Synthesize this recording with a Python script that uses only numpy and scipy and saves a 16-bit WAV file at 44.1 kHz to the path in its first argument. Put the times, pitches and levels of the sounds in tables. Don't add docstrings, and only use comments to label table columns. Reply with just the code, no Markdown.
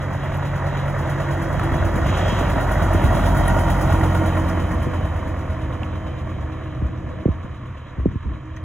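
import sys
import numpy as np
from scipy.fft import rfft, irfft, next_fast_len
from scipy.io import wavfile
from scipy.ndimage import uniform_filter1d, map_coordinates

SR = 44100
rng = np.random.default_rng(int(sys.argv[2]) if len(sys.argv) > 2 else 0)


def unload_wav(signal):
    wavfile.write(
        sys.argv[1],
        SR,
        np.round(np.clip(np.atleast_2d(signal).T, -1, 1) * 32767).astype(np.int16),
    )


N = 381024
TIME = np.arange(N) / SR

CYCLES_PER_S = 9.0585
# dB when level with the listener, dB lost each time
# the distance doubles, extra dB ahead of the bus, metres behind the engine.
BLOCK_PASS, KNOCK_PASS = (-26.5, 5, 6, 7), (-43.5, 5, 4.5, 3.5)
GEAR_PASS, HISS_PASS = (-48, 6.5, 7.5, 7), (-45.5, 10, 7.5, 5.5)
def bus():
    _, distance = passing()
    cycle = CYCLES_PER_S * (TIME - distance / SOUND_M_S) - 0.213
    surge = np.clip(np.minimum(TIME - 2.054, (2.44 - TIME) / 2) / 0.08 + .5, 0, 1)
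    block_db = heard(*BLOCK_PASS) + 1.5 * surge
    engine = exhaust(cycle, block_db) + block(cycle, block_db)
    engine += knock(cycle, heard(*KNOCK_PASS) + 6.5 * surge)
    engine += valves(cycle - .035, heard(*GEAR_PASS) + 4.5 * surge, heard(*HISS_PASS))
    return engine + tappet(cycle) + whines()

HUM_TONES = [(5.07, -22.5, 12.6, 1.5, -0.5), (8.05, -31, 7.3, -2.5, 14.5), (9.98, -23, 6, 4, 6.5),
             (19.9, -30, 23.3, -2, 5), (4.03, -38, 3.9, 3, -2), (13.91, -37.5, 6.9, -6.5, 15),
             (16.02, -38.5, 6.8, 2.5, 10.5), (29.97, -38.5, 7.2, 3, 6)]
# time in seconds, overtone in dB, silencer drone in dB.
EXHAUST_SWELLS = [(0, -29, -56), (1.1, -26.5, -36.5), (1.7, -27.5, -32.5), (2.05, -33.5, -31.5),
                  (2.3, -51, -66), (2.8, -39, -34), (3.4, -30.5, -34.5), (4.25, -27.5, -27.5),
                  (4.9, -80, -39.5), (6, -42, -38.5), (7, -45, -41), (7.85, -55, -54), (8.64, -49, -41.5)]
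PUFF_STRENGTHS = [1.9, 1, 1.25, 0.36, 0.26]
# frequency in Hz, level in dB.
PIPE_COLOUR = [(25, -46), (45, -12), (75, -4), (130, -4), (180, -5), (230, -15.5), (280, -11), (380, -14.5),
               (600, -71)]
# multiple of the cycle rate, level in dB.
SILENCER_TONES = [(35.3, 1.5), (36.1, 2.5), (71.7, -12)]
def exhaust(cycle, puff_db):
    overtone_db, drone_db = curves(EXHAUST_SWELLS)
    hum = sum(amp(heard(*law)) * engine_tone(cycle, k, drift=0.052) for k, *law in HUM_TONES)
    hum += amp(overtone_db) * engine_tone(cycle, 15, drift=0.013)
    pulses = np.gradient(bursts(cycle, 20 * np.log10(PUFF_STRENGTHS), scatter_db=9.5, fade=0.098))
    puffs = coloured(pulses, PIPE_COLOUR) + 1.74 * coloured(rng.standard_normal(N), PIPE_COLOUR)
    drone = sum(amp(db) * engine_tone(cycle, k, drift=0.28) for k, db in SILENCER_TONES)
    return hum + amp(puff_db) * unit(puffs) + amp(drone_db) * unit(drone)

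# frequency in Hz, level in dB.
FRONT_COLOUR = [(220, -38), (380, -5.5), (452, -7), (505, -1.5), (649, 1), (754, -5), (971, -3),
                (1570, -9.5), (1900, -8), (2500, -25), (3250, -46), (5500, -120)]
SIDE_COLOUR = [(220, -44), (380, -13), (639, 5.5), (876, 0), (948, -0.5), (1290, -5), (1440, -5.5),
               (1690, -15.5), (1910, -8), (2500, -30.5), (3250, -52), (5500, -120)]
BACK_COLOUR = [(220, -5.5), (380, -4.5), (424, -9.5), (501, 1.5), (639, -3.5), (760, -4.5), (836, -10.5),
               (904, -7), (1090, -2.5), (1550, -13), (1700, -7.5), (2500, -19), (3250, -60), (5500, -120)]
# pitch in Hz, width in Hz, level in dB.
PANEL_RINGS = [(615, 153, -5.5), (960, 28, -5), (1422, 36, -1.5), (1856, 45, -3.5)]
UNDERSIDE_RINGS = [(498.7, 10, 7), (635.3, 22, 7), (928, 3, -5), (1045, 18, 3.5), (1128, 9.2, 1)]
def block(cycle, level_db):
    road, _ = passing(behind_m=1.34)
    facing = 1 + np.tanh(road / 14)
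    front, side, back = (np.clip(1 - abs(facing - k), 0, 1) ** .5 for k in range(3))
    shakes = bursts(cycle, [0, -.6, -2.5, -1.2, .4], scatter_db=1.5, fade=.9)
    blows = bursts(cycle, [1, -1, -4, -2, 1.5], scatter_db=2.5, fade=.5)
    views = (front, FRONT_COLOUR), (side, SIDE_COLOUR), (back, BACK_COLOUR)
    rattle = sum(share * pulsing_noise(shakes, colour, steady=0.96) for share, colour in views)
    panels = (0.47 + side) * ringing(blows * rng.standard_normal(N), PANEL_RINGS)
    underside = back * ringing(blows * rng.standard_normal(N), UNDERSIDE_RINGS)
    return amp(level_db + 0.23 * wobble(11)) * (rattle + 0.33 * panels + 0.5 * underside)

# frequency in Hz, level in dB.
KNOCK_COLOUR = [(1700, -16.5), (2300, 1.5), (2800, 3), (3050, 1), (3250, 3), (3450, -3), (4000, 1),
                (4600, -62), (5500, -85)]
def knock(cycle, level_db):
    blows = bursts(cycle, [2, -4.5, -7.5, -9, -7.5], scatter_db=2.8, fade=1.0)
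    clatter = pulsing_noise(blows, KNOCK_COLOUR, steady=2.5)
    return amp(level_db + 1.6 * wobble(13)) * clatter

LEAK_DB = [-0.5, -5.5, -12, -13, -9.5]
# frequency in Hz, level in dB.
GEAR_COLOUR = [(3600, -30), (4300, -3), (5200, -3), (6000, -2), (6500, -1), (6800, 1), (7150, -5),
               (7800, -8), (9000, -30)]
HISS_COLOUR = [(7000, -15.5), (8200, -1), (9200, 1), (10200, 3), (11200, -1), (13000, -5), (14500, -1),
               (16500, -7)]
def valves(cycle, gear_db, hiss_db):
    gone_m = np.maximum(passing()[0], 0)
    blur = .022 * gone_m
    taps = bursts(cycle, 0.81 * np.asarray(LEAK_DB), scatter_db=1.5, fade=1.2)
    gear = pulsing_noise(taps, GEAR_COLOUR, steady=1 + blur) / (1 + .5 * blur)
    leaks = bursts(cycle, LEAK_DB, scatter_db=1.5, fade=1.2)
    hiss = pulsing_noise(leaks, HISS_COLOUR, steady=0.42 + blur) / (1 + blur)
    treble = filtered(hiss, lambda hz: np.clip((hz - 9500) / 2500, 0, 1))
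    hiss += (amp(-.1 * gone_m) - 1) * treble
    drift_db = 0.61 * wobble(4.8)
    return amp(gear_db + 0.38 * drift_db) * gear + amp(hiss_db + drift_db) * hiss

def tappet(cycle):
    count, age = np.floor(cycle).astype(int) + 2, cycle % 1
    level_luck, pitch_luck = rng.standard_normal((count[-1] + 1, 2))[count].T
    hz = 5900 * doppler() + 60 * pitch_luck + 130 * wobble(270)
    attack = (1 - np.exp(-60 * age)) ** 2
    return amp(heard(-51, 15, -4, 30) + 4 * level_luck - 190 * age) * attack * sine(hz)

# pitch in Hz, flutter in Hz, then the four passing numbers.
THIN_WHINES = [(947, 6.6, -34, 11.2, 2.8, 3.2), (3130, 13.7, -64, 4.2, 0.5, 23)]
# time in seconds, pitch in Hz, level in dB.
SQUEAL_PATH = [(0, 3260, -55), (1.1, 3120, -67), (1.75, 3340, -46), (1.95, 3245, -66), (2.28, 3255, -36.5),
               (2.45, 3220, -56), (2.75, 3310, -60), (3.0, 3140, -51), (3.17, 3246, -45.5),
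               (3.6, 3070, -45.5), (3.9, 3110, -53.5), (4.05, 3090, -49), (4.5, 3080, -48.5),
               (5.1, 3075, -52), (5.35, 3000, -63.5), (6.0, 3104, -55.5), (7, 3050, -66),
               (8.64, 3130, -64.5)]
def whines():
    voices = [(hz * doppler(), flutter_hz, heard(*law)) for hz, flutter_hz, *law in THIN_WHINES]
    lowest_db = voices[0][2]
    lowest_db += 8.3 * bump(3.53, .07)
    squeal_hz, squeal_db = curves(SQUEAL_PATH)
    out = np.zeros(N)
    for hz, flutter_hz, db in voices + [(squeal_hz, 36, squeal_db)]:
        flutter_db = 2.5 * wobble(45) + wobble(4)
        out += amp(db + flutter_db) * sine(hz + flutter_hz * wobble(90))
    return out

# time in seconds, level in dB.
GUST_LEVELS = [(0, -35.5), (1.37, -35), (1.5, -27), (2.9, -26), (3.05, -22.5), (3.25, -22), (4.4, -28.5),
               (4.9, -26), (5.2, -33), (6.7, -32.5), (6.87, -30), (7.45, -36.5), (7.92, -43), (8.0, -33),
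               (8.15, -29.5), (8.21, -41), (8.27, -26.5), (8.35, -35.5), (8.42, -42), (8.64, -41)]
# frequency in Hz, level in dB.
GUST_COLOUR = [(20, -48), (40, -9.5), (70, 5), (150, -3.5), (300, -9), (600, -38.5), (1200, -79)]
def gusts():
    lumps = (rng.standard_normal(N) * amp(2.36 * wobble(16)) for _ in range(3))
    shared, *sides = (coloured(lump, GUST_COLOUR) for lump in lumps)
    apart = filtered(np.array(sides), lambda hz: np.minimum(hz / 450, 1))
    return amp(curves(GUST_LEVELS)[0]) * (shared + 1.08 * apart)

# start in seconds, level in dB, pitch drop in Hz, length in seconds.
WIND_POPS = [(1.574, -13, 111, 0.019), (1.719, -14.5, 243, 0.023), (1.795, -19, 120, 0.025),
             (1.818, -16.5, 60, 0.046), (1.861, -16, 150, 0.018), (2.013, -18, 110, 0.035),
             (2.058, -19, 120, 0.021), (2.099, -10, 110, 0.016), (2.565, -14.5, 270, 0.017),
             (2.824, -16, 79.4, 0.05), (3.04, -11.5, 59.8, 0.037), (3.148, -10, 130, 0.017),
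             (3.285, -15, 149, 0.0087), (1.961, -16, 414, 0.021), (2.324, -16, 420, 0.018),
             (2.41, -14.5, 493, 0.0081), (2.947, -11.5, 289, 0.026), (4.868, -15.5, 408, 0.019),
             (6.821, -17.5, 238, 0.059), (7.255, -11, 496, 0.02), (7.278, -20, 516, 0.0076),
             (7.285, -10, 296, 0.041), (7.444, -24, 250, 0.02), (7.983, -19.5, 154, 0.094),
             (7.997, -26.5, 462, 0.0098), (8.057, -7.5, 364, 0.01), (8.069, -10, 150, 0.011),
             (8.073, -13, 100, 0.021), (8.156, -16.5, 201, 0.021), (8.256, -18.5, 59, 0.09)]
def wind_pops():
    out, t = np.zeros((2, N + SR)), np.arange(SR // 5) / SR
    skew = np.array([[1], [-1]]) * np.exp(-t / 0.028)
    for start, db, drop_hz, length in WIND_POPS:
        hz = (62 + drop_hz / (1 + (t / 0.0047) ** 2.36)) * amp(0.9 * wobble(112)[:len(t)])
        tone = np.sin(2 * np.pi * (np.cumsum(hz) / SR + 0.064 * skew))
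        swell = (1 - np.exp(-t / 0.0011)) ** 2 * np.exp(-(t / length) ** 3)
        ragged_db = (2 * wobble(120) + 1.5 * np.array([wobble(120), wobble(120)]))[:, :len(t)]
        out[:, round(start * SR):][:, :len(t)] += amp(db - 0.49 * skew + ragged_db) * swell * tone
    return out[:, :N]

# start in seconds, level in dB, pitch in Hz, seconds to fade by 60 dB.
SMALL_TICKS = [(.374, -36, 12400, 0.0045), (1.596, -18, 1310, 0.034), (3.481, -21, 10300, 0.013),
               (4.498, -36, 5630, 0.02), (5.833, -26.5, 2730, 0.0095), (8.565, -47, 6270, .03),
               (8.569, -35, 1870, 0.051)]
def ticks():
    out, t = np.zeros(N + SR), np.arange(SR // 10) / SR
    for start, db, hz, fade_s in SMALL_TICKS:
        grit = 1 + 0.57 * unit(uniform_filter1d(rng.standard_normal(len(t)), size=24))
        out[round(start * SR):][:len(t)] += amp(db - 60 * t / fade_s) * np.sin(2 * np.pi * hz * t) * grit
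    return out[:N]

# middle in seconds, depth in dB, half width in seconds.
LEVEL_DIPS = [(7.78, 5, 0.34), (8.18, 15, 0.076), (8.5, 4.5, 0.25)]
def dipped(x):
    band = filtered(x, lambda hz: (hz > 150) & (hz < 900))
    depth_db = sum(db * bump(middle, half) for middle, db, half in LEVEL_DIPS)
    return x + (amp(-depth_db) - 1) * band

def stirred(x):
    shifts = np.cumsum(rng.standard_normal(SR // 8))
    return filtered(x, lambda hz: np.exp(1j * np.interp(hz / 8, np.arange(len(shifts)), shifts)))

# frequency in Hz, left minus right in dB.
LEFT_LOUDER = [(60, 0), (330, .5), (500, -5.5), (770, -2.5), (1200, -1.5), (1800, -.5), (2700, -2.5),
               (4000, 0)]
# frequency in Hz, lead in radians.
LEFT_LEAD = [(0, 0), (430, -.6), (860, -.7), (1380, -.1), (2350, 0), (17000, 20.9)]
# frequency in Hz, likeness from 0 to 1.
LIKENESS = [(60, .995), (150, .98), (300, .95), (430, .7), (600, .95), (1200, .96), (1700, .97),
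            (2400, .93), (3000, .85), (4300, .82)]
def stereo(x):
    side = np.array([[.5], [-.5]])
    lead = lambda hz: np.exp(1j * side * np.interp(hz, *np.transpose(LEFT_LEAD)))
    pair = lambda hz: amp(side * along(LEFT_LOUDER, hz)) * lead(hz)
    spread = lambda hz: np.arccos(along(LIKENESS, hz)) / 2
    shared = filtered(x, lambda hz: pair(hz) * np.cos(spread(hz)))
    return shared + filtered(stirred(x), lambda hz: 2 * side * pair(hz) * np.sin(spread(hz)))

def background():
    colour = [(60, 0), (1000, -14), (5000, -44), (9000, -60), (16000, -76)]  # Hz, dB
    return amp(-64) * coloured(rng.standard_normal((2, N)), colour)

SPEED_M_S, NEAREST_M, NEAREST_AT_S, SOUND_M_S = 9.9, 10.22, 3.461, 343
def passing(behind_m=0):
    road = SPEED_M_S * (TIME - NEAREST_AT_S) - behind_m
    return road, np.hypot(NEAREST_M, road)

def heard(beside_db, doubling_db, ahead_db, behind_m):
    road, distance = passing(behind_m)
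    return beside_db - doubling_db * np.log2(distance / NEAREST_M) - ahead_db * road / distance

def doppler():
    road, distance = passing()
    return 1 - SPEED_M_S / SOUND_M_S * road / distance

def engine_tone(cycle, multiple, drift):
    flutter_db = (.8 + .07 * np.maximum(passing()[0], 0)) * wobble(14)
    turns = multiple * cycle + drift * wobble(6) + rng.random()
    return np.sqrt(2) * amp(flutter_db) * np.sin(2 * np.pi * turns)

def bursts(cycle, cylinder_db, scatter_db, fade):
    firing = 5 * (cycle - np.floor(cycle[0]))
    k = firing.astype(int)
    size = amp(np.asarray(cylinder_db)[k % 5] + scatter_db * rng.standard_normal(k[-1] + 1)[k])
    return uniform_filter1d(size * np.exp(-(firing - k) / fade), size=260)

def pulsing_noise(pulses, colour, steady):
    return coloured(rng.standard_normal(N) * (steady + unit(pulses)), colour)

def ringing(x, rings):
    peaks = lambda f: sum(amp(db) * 1j * f * w / (hz * hz - f * f + 1j * f * w) for hz, w, db in rings)
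    return unit(filtered(x, lambda f: peaks(f) / (1 + (f / 2100) ** 8)))

def coloured(x, colour):
    return unit(filtered(x, lambda hz: amp(along(colour, hz)) * (hz < colour[-1][0])))

def filtered(x, response):
    size = next_fast_len(N + SR // 2)
    return irfft(rfft(x, size) * response(np.fft.rfftfreq(size, 1 / SR)), size)[..., :N]

def along(rows, hz):
    row_hz, values = np.transpose(rows)
    return np.interp(np.log(hz + 1), np.log(row_hz + 1), values)

def curves(rows):
    seconds, *columns = np.transpose(rows)
    return [np.interp(TIME, seconds, column) for column in columns]

def wobble(rate):
    return map_coordinates(rng.standard_normal(int(N * rate / SR) + 4), [TIME * rate])

def bump(middle_s, half_width_s):
    return np.exp(-((TIME - middle_s) / half_width_s) ** 2)

def sine(hz):
    return np.sin(2 * np.pi * np.cumsum(hz) / SR)

def amp(db):
    return 10 ** (np.asarray(db) / 20)

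def unit(x):
    return x / np.sqrt(np.mean(x ** 2) + 1e-20)

def scene():
    return stereo(dipped(bus() + ticks())) + gusts() + wind_pops() + background()

def record(dry):
    return filtered(dry, lambda hz: hz < 15870)

dry = scene()
out = record(dry)
unload_wav(out)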